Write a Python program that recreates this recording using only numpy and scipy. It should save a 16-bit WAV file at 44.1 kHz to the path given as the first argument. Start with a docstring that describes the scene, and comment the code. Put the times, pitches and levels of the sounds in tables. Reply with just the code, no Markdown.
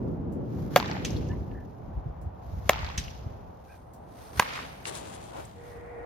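"""Batting cage, three swings off a tee

Outdoors at the edge of a cage, a heavy bat knocks three baseballs off a tee: two heard from the side,
the last from close behind. Each crack is damped sines and noise, echoed by mat, walls and far yard.
Ringing clips and rubbing cords make the netting clink and rustle; shaped hiss makes the batter's jacket.
Filtered noise gives wind on the microphone and distant traffic; a far machine starts to hum near the end."""
import sys
import numpy as np
from scipy import signal
from scipy.fft import rfft, irfft
from scipy.io import wavfile
from scipy.ndimage import uniform_filter1d

SR = 44100
rng = np.random.default_rng(int(sys.argv[2]) if len(sys.argv) > 2 else 0)


def to_wav(sig):
    """Store sig (one row per channel, or 1-D mono) as 16-bit WAV at the path in sys.argv[1].

    Samples outside -1..1 are clipped; the rate is SR.
    """
    pcm = np.clip(np.atleast_2d(sig), -1, 1) * 32767
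    pcm = np.round(pcm).astype(np.int16)
    wavfile.write(sys.argv[1], SR, pcm.T)  # frames by channels


N = 266845
T = np.arange(N) / SR
TOP_HZ = 16000

# colour of the distant traffic: (frequency [Hz], level [dB])
TRAFFIC_TONE = [(200, -6.5), (450, 1), (800, 4.5), (1200, -6.5), (2000, -20), (3500, -31), (8000, -60)]
# brief dips in the level of the distant wash: (time [s])
DIPS = [1.69, 3.71, 5.55]
# faint distant chirps: (time [s], length [s], starting pitch [Hz], ending pitch [Hz], level [dB])
CHIRPS = [(1.29, .028, 1745, 1775, -49.5), (1.304, .034, 930, 1010, -48), (1.314, .02, 2000, 2030, -57),
          (1.505, .016, 1730, 1720, -59), (1.54, .022, 1680, 1800, -59), (1.562, .022, 1810, 1720, -56),
          (1.595, .03, 1710, 1710, -62), (3.668, .065, 1600, 1600, -58.5), (3.675, .055, 2450, 2450, -62)]

# wind strength: (time [s], gust level [dB], low rumble level before RUMBLE_DB [dB])
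WIND = [(0.0, -30.5, -46.5), (0.34, -33.5, -48.5), (0.89, -34.5, -55.5), (1.25, -32.5, -41.5),
        (1.74, -45, -57.5), (2.68, -56, -48.5), (3.15, -53, -50), (3.39, -50, -56), (3.74, -59, -68),
        (4.09, -54.5, -67), (4.45, -48.5, -72), (6.05, -56, -63.5)]
# colours of gust and low rumble: (frequency [Hz], level [dB])
GUST_TONE = [(60, -8.5), (115, 0), (190, -1), (300, -5.5), (450, -10), (700, -23.5), (1500, -48)]
RUMBLE_TONE = [(20, -43), (35, -10.5), (60, 0), (100, -1.5), (150, -7.5), (300, -23)]
# strongest buffets of air on the microphone: (time [s], peak level [dB], frequency [Hz])
BUFFETS = [(1.06, -32.5, 59), (1.314, -24, 98), (1.884, -34, 55.3), (1.981, -25, 59), (2.067, -25, 120),
           (2.101, -32, 54), (2.27, -26.5, 82), (2.537, -27.5, 78.8), (2.582, -26.5, 69),
           (2.662, -28.5, 84), (2.841, -27.5, 74.3), (2.99, -25.5, 71.4), (3.079, -33.5, 65),
           (3.268, -28, 97), (4.385, -30.5, 69)]

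# hum lines of the far machine: (frequency [Hz], relative level [dB])
MACHINE_LINES = [(477, 0), (716, -13), (1432, -21.5), (1860, -24), (1910, -17.5)]
# the one surge of its hum: (time [s], length [s], rise [dB])
MACHINE_SURGE = (6.01, 0.042, 5.7)
# colour of its rush of air: (frequency [Hz], level [dB])
MACHINE_RUSH_TONE = [(400, 11.0), (650, 8), (1400, -4.0), (2000, 1.5), (2400, -5.5), (3000, -27)]

# colour of the batter's jacket: (frequency [Hz], level [dB])
JACKET_TONE = [(1200, 8.5), (2500, -1), (4200, -1.5), (6500, -4), (8500, -23), (10200, -11.5), (12500, -4),
               (15500, -16.5)]
# cloth rustles before, between and after the swings: (time [s], length [s], level [dB])
RUSTLES = [(0.07, .2, -76.5), (1.922, 0.16, -90), (3.72, 0.14, -65), (5.42, 0.14, -59.5),
           (5.699, 0.13, -62.5)]

# sharp, dry ticks: (time [s], peak level [dB], frequency [Hz])
TICKS = [(1.105, -32, 6300), (1.165, -34, 4300), (1.287, -46, 6330), (1.315, -44, 2900), (1.514, -50, 2850),
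         (2.864, -35.5, 4300), (2.886, -35, 3900), (3.039, -36, 5700), (3.08, -34, 2850),
         (3.104, -39, 5800), (4.556, -31, 2480), (5.149, -42, 9800), (5.452, -42, 8500)]

# uneven, fading surges of the rubbing cords: (time [s], length [s], level before panning [dB])
RUB_SURGES = [(4.88, 0.042, -39), (4.969, 0.078, -44), (5.078, 0.066, -53.5), (5.142, .06, -51.5),
              (5.258, .08, -55)]
# colours of the rubbing cords and of the mesh sliding beneath them: (frequency [Hz], level [dB])
RUB_TONE = [(1300, -2), (2200, -2.5), (3400, 1), (5400, -3), (6800, -2), (9800, 0), (11000, -12),
            (15000, -21)]
MESH_TONE = [(1300, 0), (2200, 1), (3400, 1), (5400, -8.5), (6800, -5.5), (9800, -10.5), (15000, -24)]

# balls caught by the net: (time [s], level [dB], cord shake relative to it [dB])
CATCHES = [(1.048, -30, -13.5), (2.977, -26.5, -17)]
# quick clashes of the clips at each catch: (lag [s], level [dB], left minus right [dB])
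CLASHES = [(0, -9, 8), (.003, -0.5, -5), (.010, -9, 4)]
# ringing clips and wires: (frequency [Hz], t60 [s], level in first catch [dB], in second [dB])
CLIP_MODES = [(1960, 0.049, -9, -11), (2420, 0.036, -10, -13), (2616, 0.05, -5.5, -5), (2970, 0.015, 0, -7),
              (3250, 0.015, 2, -8), (4250, .018, -19, -18), (5200, 0.04, -16, -7), (5940, 0.019, 1.5, 2),
              (6340, 0.043, -12, -4), (6510, 0.034, -3, -26), (13500, 0.0039, -4, -9)]
# colour of the shaking cords: (frequency [Hz], level [dB])
CORD_TONE = [(1200, -7.5), (2800, 5), (4500, 0), (6200, 2.5), (8500, -21), (12500, -9.5), (15000, -27)]

# swings: (time [s], heard from, strength [dB], thock frequency [Hz], thock level [dB], thock t60 [s],
# mat bounce lag [s], mat bounce level [dB], tee knock level [dB], left minus right [dB],
# cage level [dB], yard level [dB], stride before the hit [s], jacket level [dB])
SWINGS = [(0.7603, "side", 0.5, 589, -3, 0.018, 0.0018, 1.5, -10, -1, -20, -39, 0.44, -60.5),
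          (2.693, "side", -3.5, 627, -1, 0.02, 0.001827, 5.5, -30, 0.5, -25, -39.5, 0.481, -62.5),
          (4.3953, "rear", -2.5, 984, 2.4, 0.0076, 0.0021, 5, -16, -2, -28, -38.5, 0.462, -56.5)]
# bat and ball ring; where the ball meets the barrel sets each mode's share:
# (frequency [Hz], t60 [s], level in first swing [dB], in second [dB], in third [dB])
BAT_MODES = [(530, 0.0024, -30, -14.5, -3.5), (730, 0.06, -13, -20, -45), (1022, 0.031, -9.5, -9, -18.5),
             (1097, 0.047, -22.5, -36.5, -28.5), (1634, 0.031, -16, -28.5, -15),
             (2080, 0.0065, -6.5, -4, -7.5), (2475, 0.0057, -19.5, -13.5, -10.5),
             (3616, 0.022, -17.5, -22.5, -23.5), (4530, 0.013, -24, -33.5, -24.5),
             (6850, 0.0015, -14, -10.5, -14)]
# echo paths off walls and posts: (heard from, lag [s], level relative to the crack [dB],
# nominal upper edge [Hz], left minus right [dB], dull ring relative to the slap [dB])
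ECHOES = [("side", .014, -25, 8000, 0, -14), ("side", .0398, -14, 4300, 3, -8),
          ("side", .048, -24, 3000, -2, -8), ("side", .0665, -20.5, 3600, -4, -4),
          ("side", .088, -29, 3200, 3, -12), ("side", .098, -25.5, 4700, 0, -11),
          ("side", .138, -26, 2200, 2, -4), ("side", .153, -23, 5000, 0, -11),
          ("side", .193, -28, 2200, -2, -6), ("side", .207, -26, 2700, 0, -8),
          ("rear", .0272, -15, 2500, 3, -13), ("rear", .033, -22, 2600, -2, -12),
          ("rear", .0665, -24, 3000, 0, -16), ("rear", .0965, -25, 3500, -3, -22),
          ("rear", .1405, -25, 5500, 0, -22), ("rear", .158, -24, 3800, 2, -22),
          ("rear", .164, -26, 2600, -2, -12), ("rear", .1805, -22, 2600, 0, -13),
          ("rear", .1945, -22.5, 2200, 0, -10)]
# colours of the close scatter in the cage and of the yard's echo: (frequency [Hz], level [dB])
CAGE_TONE = [(250, -3.5), (700, 8.5), (1200, 1), (2200, 0), (4200, -8.5), (6500, -11), (9000, -28.5),
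             (13000, -9), (15500, -19)]
YARD_TONE = [(200, -8), (550, 3.5), (850, 6.5), (1200, 5.5), (2200, 6), (4200, -3.5), (6500, -11),
             (9000, -31), (13000, -44), (15500, -39)]
# treble balance of the side and rear cracks: (frequency [Hz], level [dB])
TREBLE_BALANCE = {"side": [(20, 0), (2600, -0.5), (3400, -0.5), (7000, 1.5), (8300, -8), (10600, -4.5),
                  (12500, 0), (16000, -1)], "rear": [(20, -1), (2600, -0.5), (4000, 1), (5400, 3),
                  (6700, 4.5), (7800, -2), (9500, 4), (11500, 1.5), (13500, -3), (16000, 0)]}

# stereo width of the microphone pair: (frequency [Hz], side level [dB])
WIDTH_TONE = [(20, -3.5), (70, 5), (160, -2.5), (600, 6), (3000, -2), (8500, 3.5), (11500, 0.5),
              (16000, -13.5)]

# the distant traffic grows slightly fainter from REAR_START_S on, ahead of the third, rear-heard swing
TRAFFIC_DB, REAR_START_S, REAR_TRAFFIC_DB = -50.5, 3.48, -1.5
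DIP_S, DIP_DB = 0.37, -3
# rumble relative to the wind curve; the rumble that stays in calm air
RUMBLE_DB, CALM_RUMBLE_DB = 6.5, -54.5
BUFFET_CYCLES = 1.93
# the far machine starts up, then keeps swelling while its hum throbs unevenly
MACHINE_START_S, MACHINE_RISE_S, MACHINE_DB, MACHINE_DB_PER_S = 5.53, 0.075, -51.5, 18
MACHINE_THROB_DB = 2.5
# every swing runs alike: a shoe scuffs, the body coils, the arms whip through, the jacket settles;
# step, whip and settle levels are relative to the jacket
STEP_DB, STEP_T60_S = -1.5, 0.17
COIL_LEAD_S, COIL_S = 0.14, 0.23
WHIP_S, WHIP_DB = 0.077, 11.5
SETTLE_DB, SETTLE_T60_S, CLOTH_REST_DB = 4.5, 2.49, -76
# from close behind, the jacket's fine hiss carries too
CLOSE_HISS_DB = -9
# the side net snaps taut after the last swing, slides and flaps; later a soft swish follows
SNAP_S, SNAP_DB = 4.854, -23
RUB_DB, RUB_T60_S = -46.5, 2.32
FLAP_DB, FLAP_T60_S = -43, 2.54
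SWISH_S, SWISH_LENGTH_S, SWISH_DB, SWISH_CORD_DB = 5.38, 0.085, -43, -55
# each slap has a slightly different dull ring; the spread is in log frequency
SLAP_RING_HZ, SLAP_RING_SPREAD = 920, .16
# the yard's echo builds, holds while the far fences answer, then dies away
YARD_RISE_S, YARD_HOLD_S, YARD_T60_S = .02, 0.14, 1
# seen down the lane, the end wall adds a grainy swell
END_WALL_LAG_S, END_WALL_S, END_WALL_DB = 0.19, 0.16, -43.5
# the crack's body reaches the left port this much before the right
PORT_LAG_S = .00005


def undb(db):
    """Decibels to gain."""
    return 10 ** (np.asarray(db) / 20)


def unit(x):
    """Scale to rms 1."""
    return x / np.sqrt(np.mean(x ** 2))


def fader(rows, axis=1):
    """Gain over time from one dB column of a curve."""
    rows = np.array(rows)
    return undb(np.interp(T, rows[:, 0], rows[:, axis]))


def pan(db):
    """Left and right gains for a level difference."""
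    return undb(np.array([[db], [-db]]) / 2)


def colour(x, tone):
    """Filter by (frequency [Hz], level [dB]) points, falling steeply past both ends."""
    hz, db = np.transpose(tone)
    octave = np.log2(np.fft.rfftfreq(x.shape[-1], 1 / SR) + 1)
    below = np.maximum(np.log2(hz[0]) - octave, 0)
    above = np.maximum(octave - np.log2(hz[-1]), 0)
    gain = undb(np.interp(octave, np.log2(hz), db) - 20 * (below + above))
    return irfft(rfft(x) * gain, x.shape[-1])


def band(x, lo_hz, hi_hz):
    """Causal band-pass, its upper edge held to TOP_HZ."""
    return signal.sosfilt(signal.butter(2, [lo_hz, min(hi_hz, TOP_HZ)], "band", fs=SR, output="sos"), x)


def noise(width):
    """Stereo noise; width is the side signal relative to the middle."""
    mid, side = rng.standard_normal((2, N))
    return unit(np.array([mid + width * side, mid - width * side]))


def walk(rate):
    """Slow random drift with a spread near 1; rate is in steps per second."""
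    k = max(int(SR / rate), 1)
    steps = np.repeat(rng.standard_normal(N // k + 1), k)
    return unit(uniform_filter1d(uniform_filter1d(steps, k), k)[:N])


def hump(s, length):
    """A smooth swell centred on s."""
    return np.exp(-(2 * (T - s) / length) ** 2)


def envelope(s, rise, t60, hold=0):
    """Rises from s, stays level until hold seconds after s, then dies away."""
    decay = undb(-60 * np.maximum(T - s - hold, 0) / t60)
    return np.clip((T - s) / rise, 0, 1) * decay


def fade(t60):
    """Exponential decay, half a second long."""
    return undb(-60 * T[:SR // 2] / t60)


def burst(t60, width=1):
    """A dying puff of stereo noise."""
    return noise(width)[:, :SR // 2] * fade(t60)


def ring(modes, lag_cycles=0):
    """Damped sines; each may start some of its own cycles late, so that the low ones come last."""
    out = 0
    for hz, db, t60 in modes:
        age = np.maximum(T[:SR // 2] - lag_cycles / hz, 0)
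        out = out + undb(db - 60 * age / t60) * np.sin(2 * np.pi * hz * age)
    return out


def late(x, s):
    """The sound delayed by s seconds, on the full time line."""
    start = max(int(round(s * SR)), 0)
    return np.pad(x, [(0, 0)] * (x.ndim - 1) + [(start, N)])[..., :N]


def rattle(width):
    """Countless small echoes: each frequency band comes in its own irregular clumps."""
    edges_hz = [200, 700, 1300, 2200, 3500, 5500, 15500]
    out = 0
    for lo, hi in zip(edges_hz, edges_hz[1:]):
        clumps = undb(2.1 * walk(260) + 2.6 * walk(1100))
        out = out + band(noise(width) * clumps, lo, hi)
    return out


def distance():
    """Far off: a wash of traffic noise and a few thin, blurred chirps that glide a little."""
    rear = np.clip((T - REAR_START_S) / 0.26, 0, 1)
    dips = sum(hump(s, DIP_S) for s in DIPS)
    traffic_db = TRAFFIC_DB + REAR_TRAFFIC_DB * rear + DIP_DB * dips
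    out = unit(colour(noise(width=0.7), TRAFFIC_TONE)) * undb(traffic_db + 0.43 * walk(3.3))
    flutter = undb(3 * walk(180))
    waver = 1 + .04 * walk(900) + .008 * walk(90)
    for s, length, start_hz, end_hz, db in CHIRPS:
        swell = envelope(s, length / 2, t60=0.13, hold=length) * flutter
        pitch = np.interp(T, [s, s + length], [start_hz, end_hz]) * waver
        out = out + undb(db) * swell * np.sin(2 * np.pi * np.cumsum(pitch) / SR)
    return out


def machine():
    """A far machine whose wavering hum swells with a rush of air."""
    age = T - MACHINE_START_S
    surge_s, surge_length, surge_db = MACHINE_SURGE
    effort = np.clip(age / MACHINE_RISE_S, 0, 1) * undb(MACHINE_DB + MACHINE_DB_PER_S * age)
    hum = 0
    for hz, db in MACHINE_LINES:
        throb = undb(db + MACHINE_THROB_DB * walk(55))
        pitch = hz * (1 + .013 * walk(90))
        hum = hum + throb * np.sin(2 * np.pi * np.cumsum(pitch) / SR)
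    rush = unit(colour(noise(width=1.0), MACHINE_RUSH_TONE))
    return effort * (hum * undb(surge_db * hump(surge_s, surge_length)) + undb(-4) * rush)


def wind():
    """Turbulence at the microphone: a restless rumble and single lumpy buffets."""
    gust = unit(colour(noise(width=0.41), GUST_TONE)) * fader(WIND) * undb(1.4 * walk(14))
    pressure = fader(WIND, axis=2) * undb(RUMBLE_DB + 3.1 * walk(14)) + undb(CALM_RUMBLE_DB)
    rumble = unit(colour(noise(width=0.293), RUMBLE_TONE)) * pressure
    eddies = unit(band(noise(width=0.92), lo_hz=87, hi_hz=183.6))
    out = gust + rumble
    for s, db, hz in BUFFETS:
        push = np.cos(2 * np.pi * hz * (T - s)) + undb(-11.0) * eddies
        out = out + undb(db) * hump(s, BUFFET_CYCLES / hz) * push
    return out


def batter():
    """Cloth slips in tiny catches as the batter steps, coils, swings and settles."""
    cloth = unit(colour(noise(width=0.82) * undb(2 * walk(270)), JACKET_TONE))
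    hiss = band(noise(width=1.0), lo_hz=8050, hi_hz=10200)
    hiss = unit(band(hiss, lo_hz=8050, hi_hz=10200))  # a second pass steepens the edges
    cloth = cloth + undb(CLOSE_HISS_DB) * hiss * np.clip((T - REAR_START_S) / 0.33, 0, 1)
    sole = unit(band(noise(width=1.0), lo_hz=4500, hi_hz=15400))
    motion = undb(CLOTH_REST_DB) + sum(undb(db) * hump(s, length) for s, length, db in RUSTLES)
    steps = 0
    for s, *_, stride_s, jacket_db in SWINGS:
        coil = hump(s - COIL_LEAD_S, COIL_S)
        whip = undb(WHIP_DB) * hump(s, WHIP_S)
        settle = undb(SETTLE_DB) * envelope(s, .02, SETTLE_T60_S)
        motion = motion + undb(jacket_db) * (coil + whip + settle)
        steps = steps + undb(jacket_db + STEP_DB) * envelope(s - stride_s, 0.0037, STEP_T60_S)
    return cloth * motion + sole * steps


def ticks():
    """Taps of the netting and a few crisp echoes of the cracks: short noise with a brief wiry ring."""
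    out = 0
    for s, db, hz in TICKS:
        tap = band(burst(t60=0.034), hz / 1.33, hz * 1.03)
        wire = ring([(hz, 0, .05), (hz * .91, -2, .04)])
        tap = tap / np.abs(tap).max() + undb(-10) * wire
        out = out + late(undb(db) * tap / np.abs(tap).max(), s)
    return out


def side_net():
    """The net snaps, its cords rub in fading surges while the mesh slides and flaps; later a soft swish
    follows."""
    snap = band(burst(t60=0.021, width=1.0), lo_hz=1390, hi_hz=3650)
    grain = undb(2.2 * walk(500) + .8 * walk(45))
    cord = unit(colour(noise(width=0.9) * grain, RUB_TONE))
    mesh = unit(colour(noise(width=0.97) * grain, MESH_TONE))
    flap = unit(band(noise(width=1.07), lo_hz=270, hi_hz=1010))
    swish = hump(SWISH_S, SWISH_LENGTH_S)
    rubbing = sum(undb(db) * hump(s, length) for s, length, db in RUB_SURGES)
    sliding = undb(RUB_DB) * envelope(SNAP_S, 0.019, RUB_T60_S) + undb(SWISH_CORD_DB) * swish
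    flapping = undb(FLAP_DB) * envelope(SNAP_S, 0.012, FLAP_T60_S) + undb(SWISH_DB) * swish
    rustle = cord * rubbing + mesh * sliding + flap * flapping
    return pan(4.8) * (rustle + undb(SNAP_DB) * late(snap / np.abs(snap).max(), SNAP_S))


def net():
    """The net catches a ball and snaps taut: clips clash in a tight cluster, then the cords shake out."""
    out = 0
    cords = unit(colour(rattle(width=0.9), CORD_TONE))
    for catch, (s, db, shake_db) in enumerate(CATCHES):
        clink = undb(1.5) * late(band(burst(t60=0.13, width=1.0), lo_hz=1630, hi_hz=6200), 0)
        for lag, clash_db, pan_db in CLASHES:
            # every clash strikes the clips at slightly different pitches
            detune = 1 + .012 * rng.standard_normal(len(CLIP_MODES))
            modes = [(hz * d, levels[catch], t60) for d, (hz, t60, *levels) in zip(detune, CLIP_MODES)]
            clink = clink + undb(clash_db) * pan(pan_db) * late(ring(modes), lag)
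        clink = late(band(clink, lo_hz=1520, hi_hz=13700), s)
        shake = cords * late(fade(t60=0.76), s)
        out = out + undb(db) * (clink + undb(shake_db) * shake)
    return out


def slaps(place):
    """Single reflections of a crack, thinned and slightly smeared by rough surfaces."""
    out = 0
    for echo_place, lag, db, edge_hz, pan_db, ring_db in ECHOES:
        if echo_place == place:
            slap = band(burst(t60=.011, width=.7), 1000, 1.15 * edge_hz)
            slap = band(slap, 500, 1.25 * edge_hz)
            slap = band(slap, 300, 1.4 * edge_hz)
            ring_hz = SLAP_RING_HZ * np.exp(SLAP_RING_SPREAD * rng.standard_normal())
            dull = ring([(ring_hz, 0, .02)])
            slap = slap[:, :SR // 10] + undb(ring_db) * dull[:SR // 10]
            out = out + late(undb(db) * pan(pan_db) * slap / np.abs(slap).max(), lag)
    return out


def balance_treble(x, place):
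    """Filter the middle signal with the treble curve of the side or rear cracks; the sides stay as they are."""
    mid = x.mean(axis=0)
    return x - mid + colour(mid, TREBLE_BALANCE[place])


def crack(swing, thock_hz, thock_db, thock_t60, mat_s, mat_db, tee_db):
    """Bat meets ball: the air is squeezed out in a snap, both ring briefly, and the mat throws it back."""
    hiss = burst(t60=0.009, width=.6)
    snap = undb(-16.5) * band(hiss, lo_hz=2800, hi_hz=6700)
    snap = snap + undb(-12.5) * band(hiss, lo_hz=10330, hi_hz=14600)
    modes = [(hz, levels[swing], t60) for hz, t60, *levels in BAT_MODES]
    # bending waves run faster at high pitch: the crack sweeps downwards
    body = -ring(modes, lag_cycles=0.53)
    # adding the slope on the left and taking it off on the right shifts the two in time
    port_shift = np.array([[1], [-1]]) * np.gradient(body) * PORT_LAG_S * SR / 2
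    direct = late(snap + body + port_shift, 0)
    # the low thock radiates downwards, so it arrives with the bounce
    thock = late(-ring([(thock_hz, thock_db, thock_t60)], lag_cycles=0.12), 0)
    # the barrel goes on into the rubber tee for a second, dull knock
    thock = thock + undb(tee_db) * late(thock, 0.00386)
    bounce = undb(mat_db) * band(direct, lo_hz=1200, hi_hz=13920) + thock
    # so thin a body radiates little bass
    return band(direct + late(bounce, mat_s), lo_hz=146, hi_hz=15400)


def batting():
    """Three cracks; each sets off a quick scatter in the cage, single slaps and a grainy wash from the yard."""
    cage = unit(colour(noise(width=0.37) * undb(2 * walk(650)), CAGE_TONE))
    yard = unit(colour(rattle(width=1.27), YARD_TONE))
    wall = unit(band(rattle(width=0.77), lo_hz=600, hi_hz=3680))
    out = 0
    for swing, (s, place, db, *contact, pan_db, cage_db, yard_db, _, _) in enumerate(SWINGS):
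        # contact holds the thock, mat and tee columns
        blow = pan(pan_db) * crack(swing, *contact)
        out = out + undb(db) * balance_treble(late(blow + slaps(place), s), place)
        out = out + undb(cage_db) * cage * late(fade(t60=0.075), s + 0.008)
        out = out + undb(yard_db) * yard * envelope(s, YARD_RISE_S, YARD_T60_S, YARD_HOLD_S)
        if place == "rear":
            out = out + undb(END_WALL_DB) * wall * hump(s + END_WALL_LAG_S, END_WALL_S)
    return out


def scene():
    """Everything heard from the edge of the cage, the far sounds first."""
    return distance() + machine() + wind() + batter() + ticks() + side_net() + net() + batting()


def record(dry):
    """The microphone pair shapes the width; the ends fade, the highest peaks are rounded, the top is cut."""
    mid = dry.mean(axis=0)
    side = colour((dry[0] - dry[1]) / 2, WIDTH_TONE)
    ends = np.minimum(np.minimum(T, T[-1] - T) / .005, 1)
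    opened = np.array([mid + side, mid - side]) * ends
    rounded = opened / (1 + (opened / .9) ** 6) ** (1 / 6)
    return signal.sosfilt(signal.ellip(10, .2, 90, TOP_HZ, fs=SR, output="sos"), rounded)


dry = scene()
out = record(dry)
to_wav(out)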